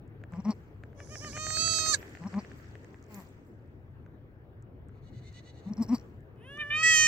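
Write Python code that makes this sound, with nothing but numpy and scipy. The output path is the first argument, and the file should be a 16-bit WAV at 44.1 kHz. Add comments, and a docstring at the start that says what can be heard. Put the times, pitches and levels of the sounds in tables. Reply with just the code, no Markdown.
"""On a grassy slope a newborn goat kid bleats twice, right of the microphone, while its mother licks it. The
kid's voice is a sum of overtones of a moving pitch, weighted by mouth and throat resonances. The mother answers
in short nasal grunts: a nearly pure hum with pulses that ring the nose. Licks and ticks are damped rings,
rubbed fur and the mother's breaths are shaped noise with crackle. Another goat bleats far off as pulses through
a distant throat; shaped noise gives the distant water and wind that hum under it all."""
import sys
import numpy as np
from scipy import signal
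from scipy.fft import rfft, irfft, next_fast_len
from scipy.io import wavfile
from scipy.ndimage import uniform_filter1d, map_coordinates

SR = 44100
rng = np.random.default_rng(int(sys.argv[2]) if len(sys.argv) > 2 else 0)


def digitize_waveform(pressure):
    """Quantize a signal to 16-bit integers and store it at the path in sys.argv[1].

    Rows of a 2-D input are taken as channels; values are limited to [-1, 1].
    """
    field = np.atleast_2d(pressure).T
    bounded = np.clip(field, -1, 1)
    quanta = np.round(bounded * 32767).astype(np.int16)
    wavfile.write(sys.argv[1], SR, quanta)


N = 311787

# levels are relative: each source applies its own gains to them

# course of the air noise: t/s, rumble level/dB, rush level/dB
AIR_COURSE = [(0.0, -49.5, -58), (0.75, -51, -59.5), (1.45, -47, -56), (1.93, -47, -51.5),
              (2.09, -50.5, -56.5), (2.8, -51, -57.5), (3.7, -52, -61.5), (4.0, -48, -60),
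              (4.35, -52.5, -61.5), (5.14, -48, -60), (5.5, -51, -60.5), (5.82, -47.5, -55),
              (6.3, -52, -60.5), (7.07, -45.5, -55)]
# spectra of the low rumble and the far rush: f/Hz, density level/dB
RUMBLE_SPECTRUM = [(12, -58.5), (20, -30), (27, -17.5), (102, 0.5), (149, -6), (182, -15), (260, -22.5),
                   (340, -37.5), (570, -120)]
RUSH_SPECTRUM = [(120, -25.5), (200, -5), (328, -5), (353, -5), (423, -6.5), (599, -14.5), (964, -20.5),
                 (1060, -22.5), (1670, -23.5), (3460, -40.5), (8030, -62.5), (10600, -55), (15800, -45)]
# likeness of left and right in diffuse noise: f/Hz, correlation (1 alike, -1 opposed)
LIKENESS = [(60, 0.94), (180, 0.92), (550, 0.73), (1650, -0.39), (4970, -0.51), (15000, 0.05)]

# bright ticks of wet hair parting: t/s, level/dB, f/Hz, left minus right/dB
HAIR_TICKS = [(0.0782, -64.5, 7500, 2), (0.3227, -57, 7500, -7), (0.836, -73, 4400, -17),
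              (1.3997, -36, 6770, -7.5), (2.0785, -57, 6460, -9), (2.0949, -52, 7560, -9.0),
              (2.8457, -62, 6510, -26), (3.027, -54.5, 6550, -9), (3.041, -61.5, 6400, -19),
              (3.066, -64, 6580, -10.5), (3.1448, -40, 7230, -13), (3.262, -72, 5640, 0),
              (3.2897, -56.5, 7960, -5.5), (3.6754, -71, 8280, 4), (4.6248, -58, 7220, -9),
              (4.8858, -59, 8100, 4), (5.1342, -69, 4440, -4), (5.3281, -56, 6450, 1),
              (6.2068, -66.5, 7550, 3), (6.574, -56, 6000, -12)]
# tongue on wet fur: t/s, level/dB, f/Hz
TONGUE_LICKS = [(0.2159, -57, 1520), (0.2382, -41, 1690), (0.3363, -44, 1600), (0.8366, -40.5, 1650),
                (0.9306, -55, 1560), (1.003, -38.5, 1750), (1.073, -53, 1680), (1.1554, -35.5, 1770),
                (1.2466, -36, 1870), (1.3, -51, 1650), (1.3314, -41, 2410), (1.3668, -35, 1617),
                (1.3756, -32.5, 1930), (1.4676, -32.5, 1780), (1.505, -33, 1854), (1.5705, -32, 1630),
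                (1.6202, -41, 1900), (1.6775, -34, 1816), (1.7356, -38.5, 1960), (1.7865, -35, 1664),
                (1.8637, -32.5, 1904), (2.0286, -38, 1830), (2.0574, -54.5, 1750), (2.0806, -48, 1840),
                (2.1514, -39, 1890), (2.172, -42.5, 1870), (2.2384, -43.5, 1870), (2.259, -45, 1590),
                (2.3411, -37, 1650), (2.4481, -42, 1803), (2.5164, -43, 1680), (2.6, -49.5, 1720),
                (2.645, -51.5, 1690), (2.7542, -42, 1870), (2.8465, -49.5, 1830), (2.9441, -47, 1820),
                (4.063, -52, 1500), (4.8928, -56.5, 1400)]
# rubs over fur and grass, and the mother's breaths with her grunts (0.33, 0.494, 5.834, 5.95 s): # t/s, scratch
# level/dB, its fade/(dB/s), hiss level/dB, its fade/(dB/s)
RUBS_AND_BREATHS = [(0.33, -70.5, 33, -85.5, 196), (0.494, -73.5, 62, -81.5, 55), (0.832, -83, 60, -92.5, 100),
                    (1.968, -59.5, 18.5, -64, 106), (2.3, -63, 19, -85.5, 13), (2.577, -79.5, 28.5, -73.5, 250),
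                    (3.115, -64.5, 57, -68.5, 98.5), (3.15, -62.5, 92, -57.5, 188.5),
                    (3.21, -86, 85.5, -67, 298.5), (3.47, -89, 48.5, -81.5, 197.5), (5.72, -75.5, 53, -87, 16),
                    (5.834, -68, 398, -67, 602.5), (5.95, -67.5, 83.5, -63, 391.5),
                    (5.885, -74, 200, -72.5, 300), (6.53, -93, 20, -79.5, 60)]
# spectra of the scratch and of the hiss: f/Hz, density level/dB
SCRATCH_SPECTRUM = [(710, -38.5), (1200, -3), (1310, -5.5), (1640, 1), (1900, 1.5), (3700, -15.5),
                    (6840, -16), (7850, -14), (9500, -41), (12400, -65), (20900, -120)]
HISS_SPECTRUM = [(4000, -30), (7300, -2), (8600, -8), (10300, -13), (12500, -6), (15000, 0), (15800, -3)]
STROKE_DB_PER_S = 500  # how fast a rub or breath sets in

# the mother's grunts: peak t/s, swell/s, fade/s, pitch f/Hz at start, at peak, at end, hum level/dB,
# overtone level/dB, opening rasp level/dB, closing rasp level/dB, closing ring f/Hz, top rasp level/dB
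MOTHER_GRUNTS = [(0.34, .022, .026, 176.3, 170, 160.8, -35, -50.5, -80, -78, 4850, -72),
                 (0.392, .028, .03, 160.2, 197.6, 190, -30, -52, -69, -59, 5300, -79),
                 (0.494, 0.056, 0.039, 180.5, 226.1, 182.8, -22, -40.5, -52, -43.5, 4640, -57),
                 (2.217, 0.011, 0.024, 170.3, 162.6, 156.4, -36, -56, -77, -68, 5200, -79),
                 (2.263, 0.025, 0.029, 164.1, 197.8, 199, -30.5, -48, -71, -50, 5500, -65),
                 (2.378, 0.059, 0.039, 172.1, 207.5, 185, -26.5, -43.5, -71, -50, 4680, -75),
                 (3.18, 0.1, 0.061, 222.8, 196.3, 148, -44, -54, -74, -70, 5100, -59),
                 (5.672, .016, .045, 186.8, 193.7, 203.4, -32, -57, -83, -74, 4450, -84),
                 (5.715, .018, .028, 206.9, 212, 199.5, -27, -57, -69, -69, 5680, -77),
                 (5.81, 0.04, .045, 194.8, 236.3, 179.4, -22.5, -48, -54, -43, 4940, -48.5),
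                 (5.934, .056, .04, 200.4, 256.2, 184, -19.5, -43, -46, -41, 4710, -48)]
# course of every grunt: share of the swell (negative) or of the fade, then what is added to the
# hum level/dB, overtone level/dB, rasp level/dB
GRUNT_COURSE = [(-1, -37, -29.5, -20.5), (-.75, -18.5, -5, -1.5), (-0.54, -7, -8, -17.5),
                (-.2, -5, -4, -10.5), (0.19, 2, 0.5, -17.5), (0.33, -13.5, -1, -2), (1, -44.5, -15.5, -22)]
# resonances of the nose and of the rasp: f/Hz, width/Hz, level/dB
NOSE_MODES = [(600, 686, 9.5), (1120, 388, 12), (2030, 710, 2)]
RASP_MODES = [(4200, 400, 2), (5660, 500, 6), (7540, 480, -4), (13360, 1100, -8.5)]
# single flaps of the slack folds: t/s, level/dB
FOLD_FLAPS = [(5.735, -42), (5.7695, -48.5), (5.864, -52.5), (5.9815, -46), (5.997, -49), (6.0124, -56.5)]
OPEN_RING_HZ, OPEN_TOP_DB = 5400, -12.5  # opening rasp: its ring, and its top relative to its own level
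JOIN_S = .006  # grunts closer than this run into each other without a silence

# the kid's bleats: t/s, pitch f/Hz, low mouth resonance f/Hz, its level/dB, high mouth resonance f/Hz,
# its level/dB, treble level/dB, brightest treble f/Hz
FIRST_BLEAT = [(0.95, 520, 1250, -94, 2000, -93, -92, 6400), (0.995, 571, 1250, -61, 2000, -63, -73, 6000),
               (1.03, 599, 1250, -64, 2000, -61, -70.5, 5950),
               (1.09, 613.7, 1250, -60, 2000, -54, -69, 6600),
               (1.135, 617, 1250, -57, 2120, -60.5, -60.5, 6000),
               (1.16, 615, 1240, -57, 2000, -51, -60, 5600), (1.22, 605, 1240, -57, 2000, -53, -59.5, 5900),
               (1.255, 607, 1250, -51.5, 1911, -54.5, -59.5, 5570),
               (1.28, 613, 1250, -44, 1910, -46.5, -54.5, 4300),
               (1.335, 605, 1240, -54, 2040, -52.5, -59, 4700),
               (1.365, 608, 1260, -48, 2160, -51.5, -55, 6400),
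               (1.42, 622.5, 1250, -45, 2240, -51.5, -49, 5810),
               (1.51, 625.5, 1238, -45, 2020, -53, -45, 7350), (1.55, 629, 1248, -45, 2297, -51, -43, 4450),
               (1.6, 643.6, 1269, -43, 2660, -46.5, -38.5, 4480),
               (1.654, 652.7, 1290, -39, 2662, -45.5, -38.5, 4520),
               (1.76, 644.2, 1275, -43, 2820, -47.5, -36, 4913),
               (1.8, 636, 1270, -42, 2430, -44, -36, 6270), (1.845, 634, 1268, -39, 2400, -47, -40, 4370),
               (1.89, 634, 1277, -37, 2270, -49, -34.5, 6310),
               (1.925, 621, 1212, -36, 2294, -52, -37.5, 6000),
               (1.948, 550, 1768, -27.5, 2300, -55, -32, 3796),
               (1.962, 510, 1600, -50.5, 2300, -64, -56.5, 4040)]
SECOND_BLEAT = [(6.36, 424.5, 1500, -79, 2700, -88, -120, 5400),
                (6.41, 418.8, 1700, -80, 2710, -72, -110, 5400),
                (6.45, 503.4, 1880, -60, 2870, -64.5, -100, 5400),
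                (6.5, 557, 1640, -54.5, 2890, -58, -92, 5500),
                (6.565, 583.4, 1730, -52, 3000, -53.5, -86, 5600),
                (6.58, 596.8, 1500, -36, 2560, -59, -94, 5900),
                (6.595, 595.4, 1760, -43, 2540, -42, -90, 6000),
                (6.612, 604, 1670, -35, 2620, -36.5, -82, 6200),
                (6.626, 595.5, 1800, -36.5, 2400, -41, -95, 5900),
                (6.642, 579.4, 1740, -40.5, 2900, -59, -88, 5300),
                (6.7, 591, 1740, -44.5, 2750, -58, -83, 5500),
                (6.706, 588.2, 1730, -33, 2570, -35.5, -100, 6000),
                (6.735, 604.3, 1710, -32.5, 2570, -32, -81, 6800),
                (6.765, 614.5, 1570, -29, 2550, -31, -62.5, 4400),
                (6.8, 628.7, 1570, -27, 2650, -35, -53, 4450),
                (6.826, 640.8, 1545, -26, 2650, -35, -53.5, 4470),
                (6.833, 637.2, 1820, -25, 2770, -33, -44, 7700),
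                (6.87, 646, 2000, -21, 2760, -33, -40, 7260),
                (6.92, 639.5, 1990, -22, 2870, -31, -38.5, 7140),
                (6.95, 630.7, 1910, -24.5, 2850, -29.5, -38.5, 6500),
                (6.98, 622.6, 1880, -26.5, 2780, -29.5, -35.5, 6680),
                (7.02, 619.3, 1865, -26.5, 2780, -29.5, -38, 6150),
                (7.07, 616.3, 1790, -27, 2720, -29, -38.5, 5770)]
# throat resonances: f/Hz, width/Hz, level relative to the treble/dB in the first bleat, in the second,
# level added while the first is still quiet/dB
THROAT_MODES = [(3800, 400, -8, -22, -6), (4450, 620, 0, 0, -12), (5450, 890, -10, -1, 10),
                (6400, 770, 0, 0, 1), (7600, 750, -2, 0, -6), (9900, 1100, -45, -24, 20)]
# overtones above the throat: f/Hz, level relative to the second highest throat resonance/dB
SHEEN_SPECTRUM = [(8500, -18.5), (9100, -15.5), (9700, -47.5), (10500, -52), (11200, -21.5), (13000, -35.5),
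                  (15500, -36.5)]
# stereo level of each bleat: f/Hz, left minus right/dB
FIRST_PAN = [(600, 0.5), (2500, -0.5), (3300, -12.5), (6400, -15), (7800, -7), (8600, 11.5), (15000, 1)]
SECOND_PAN = [(600, -0.5), (1250, 5), (2000, -1.5), (4000, -3.5), (5500, -14.5), (7500, -9.5), (8600, 8),
              (15000, 1.5)]
# stereo phase of each bleat: f/Hz, lead of the left/rad
FIRST_PHASE = [(0, 2.5), (2500, -1.2), (3010, -1.5), (3700, 2.3), (4910, -3.1), (6290, 0.7), (6800, -6.5),
               (8270, 3.5), (9390, 10), (11200, 2), (11500, 5.5), (13000, 4), (15400, 18.5), (16000, 11)]
SECOND_PHASE = [(0, -6), (4050, 1.5), (5250, -0.5), (6290, -4), (6890, 3), (7320, -8), (7840, -7),
                (8960, -31), (10200, -17), (10500, -15.5), (11100, -11), (14400, -17.5), (15000, -15.5),
                (16000, -11.5)]
# the voice trembles as it starts: t/s, pitch drop before smoothing/Hz, half length/s
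PITCH_SAGS = [(1.068, 124.7, 0.061), (1.187, 124.3, 0.047), (1.308, 74.6, .05)]
SAG_DB_PER_HZ = 0.27  # the mouth resonances fade as the pitch drops
MOUTH_LOW_HZ, MOUTH_HIGH_HZ, UPPER_HZ, BRIGHT_HZ = 266, 700, 487, 624  # widths of moving or added resonances
QUIET_DB, OPEN_DB = -59.5, -51  # treble levels between which the colour of the first bleat changes
CHEST_DB, CHEST_GROWS = -35.5, 0.51  # floor of the second overtone, and its growth per dB of the low resonance

# the far goat's throbs: t/s of the abrupt end, level/dB, pitch f/Hz
FAR_THROBS = [(4.985, -80.5, 490), (5.09, -70.5, 482), (5.19, -66, 503), (5.289, -61.5, 525),
              (5.39, -58, 497), (5.499, -61.5, 494), (5.598, -65.5, 477), (5.69, -67.5, 462)]
# its throat resonances: f/Hz, width/Hz, level/dB
FAR_MODES = [(1500, 400, -16), (2030, 260, -1), (2817, 350, -7.5), (3980, 900, -6), (5740, 550, -14.5),
             (6580, 595, -12), (7960, 1100, -22.5)]

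TOP_HZ = 15830  # band limit of the whole sound


def amp(db):
    """Level definition: amplitude ratio of a level in dB."""
    return 10 ** (np.asarray(db) / 20)


def unit(x):
    """Normalisation to an rms of 1."""
    return x / np.sqrt(np.mean(x ** 2) + 1e-20)


def along(points, hz):
    """Interpolation of (f/Hz, value) points on a logarithmic frequency axis."""
    f, v = np.transpose(points)
    return np.interp(np.log(hz + 1), np.log(f + 1), v)


def played(rows):
    """Linear interpolation in time: the samples the rows span, and every column read on them."""
    s, *columns = np.asarray(rows, float).T
    s = np.maximum.accumulate(s)
    at = np.arange(max(round(s[0] * SR), 0), min(round(s[-1] * SR), N))
    return at, [np.interp(at / SR, s, column) for column in columns]


def wobble(rate, size):
    """Band-limited fluctuation: a smooth random curve with rate knots a second."""
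    return map_coordinates(rng.standard_normal(int(size * rate / SR) + 4), [np.arange(size) * rate / SR])


def edges(size, fade):
    """Linear envelope that fades in and out over fade seconds."""
    i = np.arange(size)
    return np.clip(np.minimum(i, size - i) / (fade * SR), 0, 1)


def filtered(x, response):
    """Convolution theorem: the spectrum of x times a complex response of frequency."""
    m = next_fast_len(x.shape[-1] + 8192)
    spectrum = rfft(x, m) * response(np.fft.rfftfreq(m, 1 / SR))
    return irfft(spectrum, m)[..., :x.shape[-1]]


def cavity(modes):
    """Modal superposition: causal damped resonances (f/Hz, width/Hz, level/dB) of alternating sign."""
    def mode(f, centre, width, db):
        return amp(db) * 1j * f * width / (centre * centre - f * f + 1j * f * width)
    return lambda f: sum((-1) ** k * mode(f, *row) for k, row in enumerate(modes))


def cavity_twice(x, modes):
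    """Cascaded resonance: the signal passes the same cavity twice."""
    return filtered(x, lambda f: cavity(modes)(f) ** 2)


def resonance(f, centre, width, order):
    """Power resonance curve: falls to one half at half the width from its centre."""
    return 1 / (1 + abs(2 * (f - centre) / width) ** order)


def hush(spectrum, patchy_db):
    """Partial coherence: shaped stereo noise mixed from mid and side, with patches of random gain."""
    z = signal.stft(rng.standard_normal((2, N)), nperseg=512)[2]
    patches = uniform_filter1d(rng.standard_normal(z.shape[1:]), 6, 0)
    patches = uniform_filter1d(patches, 10, 1)
    pair = signal.istft(z * amp(patchy_db * unit(patches)), nperseg=512)[1][:, :N]

    def shape(hz):
        turn = np.arccos(np.clip(along(LIKENESS, hz), -1, 1)) / 2
        return amp(along(spectrum, hz)) * [np.cos(turn), np.sin(turn)]

    mid, side = filtered(pair, shape)
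    return np.array([mid + side, mid - side]) / np.std(mid)


def clicks(rows, cycles, crack, rise):
    """Damped oscillation: short rings with a noisy crack; rows (t/s, level/dB, f/Hz, left minus right/dB)."""
    out, t = np.zeros((2, N + 400)), np.arange(400) / SR
    for s, db, hz, pan_db in rows:
        ring = np.sin(2 * np.pi * hz * t) * np.exp(-t * hz / cycles) * (1 - np.exp(-t / rise))
        noise = np.diff(rng.standard_normal((2, len(t) + 1))).mean(0)
        ring += crack * noise * np.exp(-t / 0.00069)
        out[:, round(s * SR):][:, :len(t)] += amp(db + 9.0) * ring * amp([[pan_db / 2], [-pan_db / 2]])
    return out[:, :N]


def echo(x, t60):
    """Diffuse reflection by the slope: exponentially decaying noise, drawn anew for each channel."""
    tail = rng.standard_normal((2, SR // 4)) * amp(-60 * np.arange(SR // 4) / SR / t60)
    tail /= np.linalg.norm(tail[0])  # unit energy on the left
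    return signal.fftconvolve(x[None], tail, axes=1)[:, :N]


def air():
    """Broadband noise: a low rumble and a soft far rush, both a little louder on the left."""
    at, (rumble_db, rush_db) = played(AIR_COURSE)
    out = np.zeros((2, N))
    rumble_gain = amp(rumble_db + 1.2 * wobble(4, size=len(at)))
    out[:, at] = rumble_gain * hush(RUMBLE_SPECTRUM, patchy_db=.3)[:, at]
    out[:, at] += amp(rush_db + 3) * hush(RUSH_SPECTRUM, patchy_db=2.0)[:, at]
    return out * amp([[1.2], [-1.2]])


def hair_ticks():
    """Impulsive excitation: parting wet hair gives bright, strongly damped rings."""
    return clicks(HAIR_TICKS, cycles=1.94, crack=0.026, rise=.0001)


def licks():
    """Superposed damped resonances: four rings for each touch of the tongue."""
    rows = TONGUE_LICKS
    out = clicks([(s, db, hz, 1) for s, db, hz in rows], cycles=1.4, crack=0, rise=.00028)
    # the gap under the tongue rings twice
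    out += clicks([(s, db - 16.0, 1.3 * hz, 0) for s, db, hz in rows], cycles=2.4, crack=0, rise=0.00015)
    # the soft push behind it
    out += clicks([(s, db - 8, 0.38 * hz, 2) for s, db, hz in rows], cycles=1.0, crack=0, rise=0.00042)
    # the film of water snaps
    out += clicks([(s, db - 23, 4.2 * hz, -4) for s, db, hz in rows], cycles=3.5, crack=.02, rise=.0001)
    return out


def strokes(rows):
    """Exponential decay: power sum of strokes (t/s, level/dB, fade/(dB/s)) with a steep onset."""
    t = np.arange(N) / SR

    def power(s, db, fade):
        return amp(db - np.where(t < s, STROKE_DB_PER_S * (s - t), fade * (t - s))) ** 2

    return np.sqrt(sum(power(*row) for row in rows))


def rubs_and_breaths():
    """Friction noise: fur hisses and crackles with random grains as it is rubbed, and the mother's breaths with
    her grunts hiss through the same shapes."""
    rows = np.array(RUBS_AND_BREATHS)
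    scratch, hiss = strokes(rows[:, [0, 1, 2]]), strokes(rows[:, [0, 3, 4]])
    chance = rng.random((2200, 4))
    grains = [(a * (N - 1) / SR, 9 * b, 4300 * amp(5 * c), 8 * (d - .9)) for a, b, c, d in chance]
    crackle = clicks(grains, cycles=2.2, crack=0, rise=.0004)
    rubbing = hush(SCRATCH_SPECTRUM, patchy_db=2) + .42 * unit(crackle)
    return 0.91 * scratch * rubbing + 1.3 * hiss * hush(HISS_SPECTRUM, patchy_db=6.0)


def grunt(s, swell, fade, start_hz, peak_hz, end_hz, hum_db, tones_db, open_db, close_db, ring_hz, top_db):
    """Envelope of one grunt: rows (t, pitch, hum, overtones, rasp, ring, top), rasp at opening and closing."""
    u, hum, tones, rasp = np.transpose(GRUNT_COURSE)
    early = u < 0
    time = s + u * np.where(early, swell, fade)
    pitch = peak_hz + abs(u) ** 1.1 * np.where(early, start_hz - peak_hz, end_hz - peak_hz)
    rasp_db = np.where(early, open_db, close_db) + rasp
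    rasp_hz = np.where(early, OPEN_RING_HZ, ring_hz)
    top = np.where(early, open_db + OPEN_TOP_DB, top_db) + rasp
    return np.transpose([time, pitch, hum_db + hum, tones_db + tones, rasp_db, rasp_hz, top])


def joined_grunts():
    """Continuity of phonation: grunts that nearly touch become one course."""
    grunts = [grunt(*row) for row in MOTHER_GRUNTS]
    for i in range(len(grunts) - 1, 0, -1):
        if grunts[i][0, 0] - grunts[i - 1][-1, 0] < JOIN_S:
            grunts[i - 1:i + 1] = [np.vstack([grunts[i - 1][:-1], grunts[i][1:]])]
    return grunts


def mother():
    """Source-filter principle: a near pure closed-mouth hum, nasal overtones and a small rasp each cycle."""
    grunts = joined_grunts()
    at, (hz, hum_db, tones_db, rasp_db, rasp_hz, top_db) = played(np.vstack(grunts))
    on = np.zeros(N)
    for rows in grunts:
        on[played(rows)[0]] = 1
    on = uniform_filter1d(on, round(0.0052 * SR))[at]  # silent between the grunts
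    cycles = np.cumsum(hz * (1 + 0.017 * wobble(130, size=len(at)))) / SR
    closure = cycles + 1 / 4  # the folds slap shut in the trough of the hum
    pulses = np.diff(np.floor(closure), prepend=0) * amp(1.8 * rng.standard_normal(len(at)))
    puffs = unit(np.exp(-4 * (closure % 1)) * rng.standard_normal(len(at)))  # air escapes after each closure
    pure = np.sqrt(2) * (np.sin(2 * np.pi * cycles) + 0.0084 * np.cos(4 * np.pi * cycles))
    voice = uniform_filter1d(amp(hum_db), round(.016 * SR)) * pure
    voice += amp(tones_db) * unit(cavity_twice(.45 * puffs - unit(pulses), NOSE_MODES))
    voice += amp(top_db) * unit(cavity_twice(.3 * puffs + unit(pulses), RASP_MODES[2:]))
    voice += amp(rasp_db - 5) * unit(cavity_twice(.4 * puffs + unit(pulses), RASP_MODES[:2]))
    # the nostril ring moves from slap to slap
    ring_hz = rasp_hz * amp(.5 * rng.standard_normal(len(at)))
    slaps = [(at[i] / SR, rasp_db[i] + 5.5, ring_hz[i], 0) for i in np.flatnonzero(pulses * on)]
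    out = clicks(slaps, cycles=6.9, crack=0, rise=0.00086)[0]
    out[at] += on * voice
    flaps = np.zeros(N)
    for s, db in FOLD_FLAPS:
        flaps[round(s * SR)] = amp(db + 17.5)
    return (out + cavity_twice(flaps, RASP_MODES)) * amp([[1.3], [-1.3]])


def bleat(rows, colour_db, quiet_db, side, lead, slack_hz, root_db, drift_db, spread, bright_db, nasal_db,
          root_grows, upper_hz, upper_db, sheen_db):
    """Formant principle: each overtone is as loud as the mouth and throat resonances around it."""
    at, (hz, low_hz, low_db, high_hz, high_db, treble_db, bright_hz) = played(rows)
    size = len(at)
    sag = sum(drop_hz * np.clip(1 - abs(at / SR - s) / half, 0, 1) ** 1.5 for s, drop_hz, half in PITCH_SAGS)
    hz = uniform_filter1d(hz, round(0.017 * SR)) - uniform_filter1d(sag, round(0.015 * SR))
    quiet = np.clip((OPEN_DB - treble_db) / (OPEN_DB - QUIET_DB), 0, 1)
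    colour_db = np.add(colour_db[:, None], quiet_db[:, None] * quiet)
    low_db, high_db = low_db - SAG_DB_PER_HZ * sag, high_db - SAG_DB_PER_HZ * sag
    # folds that sag in pitch leak air and smear the lines
    breath = np.clip((slack_hz - hz) / 170, .042, 1) ** 2
    jitter = (.0005 + 0.0069 * breath) * wobble(200, size=size)
    phase = 2 * np.pi * np.cumsum(hz * (1 + jitter)) / SR
    sway = wobble(5.0, size=size)  # the path to each channel changes as the head sways
    # the highest resonance sounds faintly while the treble is shut
    nasal = amp(nasal_db) * edges(size, fade=0.12) * quiet

    def overtone_power(k, f):
        if k == 1:  # the weak fundamental lies under every resonance
            return amp(root_db + root_grows * low_db) ** 2
        throat = sum(amp(db) ** 2 * resonance(f, c, w, order=6)
                     for db, (c, w, *_) in zip(colour_db, THROAT_MODES))
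        sheen = colour_db[-2] + sheen_db[0] + sheen_db[1] * quiet + along(SHEEN_SPECTRUM, f)
        throat += (f > SHEEN_SPECTRUM[0][0]) * amp(sheen) ** 2
        bright = 1 + amp(bright_db) ** 2 * resonance(f, bright_hz, BRIGHT_HZ, order=4)
        power = throat * amp(treble_db) ** 2 * bright
        low = resonance(f, low_hz, MOUTH_LOW_HZ, order=3) * resonance(f, low_hz, 2900, order=6)
        power += amp(low_db) ** 2 * low
        # a third mouth resonance follows the level of the high one
        upper = amp(upper_db) ** 2 * resonance(f, upper_hz, UPPER_HZ, order=6)
        power += amp(high_db) ** 2 * (resonance(f, high_hz, MOUTH_HIGH_HZ, order=6) + upper)
        power += nasal ** 2 * resonance(f, *THROAT_MODES[-1][:2], order=6)
        return power + (k == 2) * amp(CHEST_DB + CHEST_GROWS * low_db) ** 2

    out = np.zeros((2, N))
    for k in range(1, 27):
        f = k * hz
        leak = np.minimum(breath * (.6 + (k / 12) ** 2), 1)  # high overtones smear first
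        smear = np.sqrt(1 - leak) + np.sqrt(leak) * wobble(600, size=size)
        left = amp(along(side, f) + drift_db * wobble(7.4, size=size))  # the moving head shades the far channel
        left = left * np.exp(1j * (along(lead, f) + 0.076 * k * sway))
        flicker = amp(drift_db * (-0.5 + (k / 12) ** 2) * wobble(9, size=size))
        tone = np.sqrt(2 * overtone_power(k, f)) * flicker * smear
        tone = tone * np.exp(1j * (k * phase + spread * k * k))
        balance = 2 / np.maximum(abs(1 + left), .7)  # holds the sum of both channels steady
        out[:, at] += (tone * balance * [left, np.ones(size)]).real
    return out


def kid():
    """Source-filter principle: two bleats of one throat, each with its own colour and stereo image."""
    _, _, first_db, second_db, quiet_db = np.transpose(THROAT_MODES)
    out = bleat(FIRST_BLEAT, first_db, quiet_db, FIRST_PAN, FIRST_PHASE, slack_hz=629, root_db=-44,
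                drift_db=-0.5, spread=0.55, bright_db=3, nasal_db=-76.5,
                root_grows=0.24, upper_hz=3120, upper_db=-6, sheen_db=(-.5, 12))
    out += bleat(SECOND_BLEAT, second_db, 0 * quiet_db, SECOND_PAN, SECOND_PHASE, slack_hz=490, root_db=-59.5,
                 drift_db=1.0, spread=.04, bright_db=6, nasal_db=-81.5,
                 root_grows=.03, upper_hz=3470, upper_db=-15.5, sheen_db=(3, -12))
    return out + amp(-14.5) * echo(out.mean(0), t60=0.072)


def far_goat():
    """Pulse excitation of a throat: each throb swells, holds and stops short, smeared by the slope."""
    out, t = np.zeros(N), np.arange(-round(.08 * SR), round(0.025 * SR)) / SR

    def throat(f):
        return np.sqrt(sum(amp(db) ** 2 * resonance(f, c, w, order=4) for c, w, db in FAR_MODES))

    for s, db, hz in FAR_THROBS:
        arch = 1 - 25 * (t + .015) ** 2  # the pitch rises and falls within the throb
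        cycles = np.cumsum(hz * (arch + .015 * wobble(300, size=len(t)))) / SR
        pulses = np.diff(np.floor(cycles), prepend=0) * amp(2 * rng.standard_normal(len(t)))
        voice = filtered(unit(pulses) + .8 * rng.standard_normal(len(t)), throat)
        swell = np.where(t < 0, amp(60 * t - 11.6 * (t / 0.083) ** 4), amp(-900 * t))
        out[round(s * SR) + np.round(t * SR).astype(int)] += amp(db) * unit(voice) * swell
    return 0.48 * out + 1.16 * echo(out, t60=0.071)


def scene():
    """Linear superposition of all sources."""
    low = air() + mother()
    low[0] = np.roll(low[0], 2)  # the left channel lies a little further from these sources
    return low + hair_ticks() + licks() + rubs_and_breaths() + kid() + far_goat()


def record(dry):
    """Band limitation: an ideal low-pass keeps nothing from TOP_HZ upward."""
    return filtered(dry, lambda hz: hz < TOP_HZ)


dry = scene()
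out = record(dry)
digitize_waveform(out)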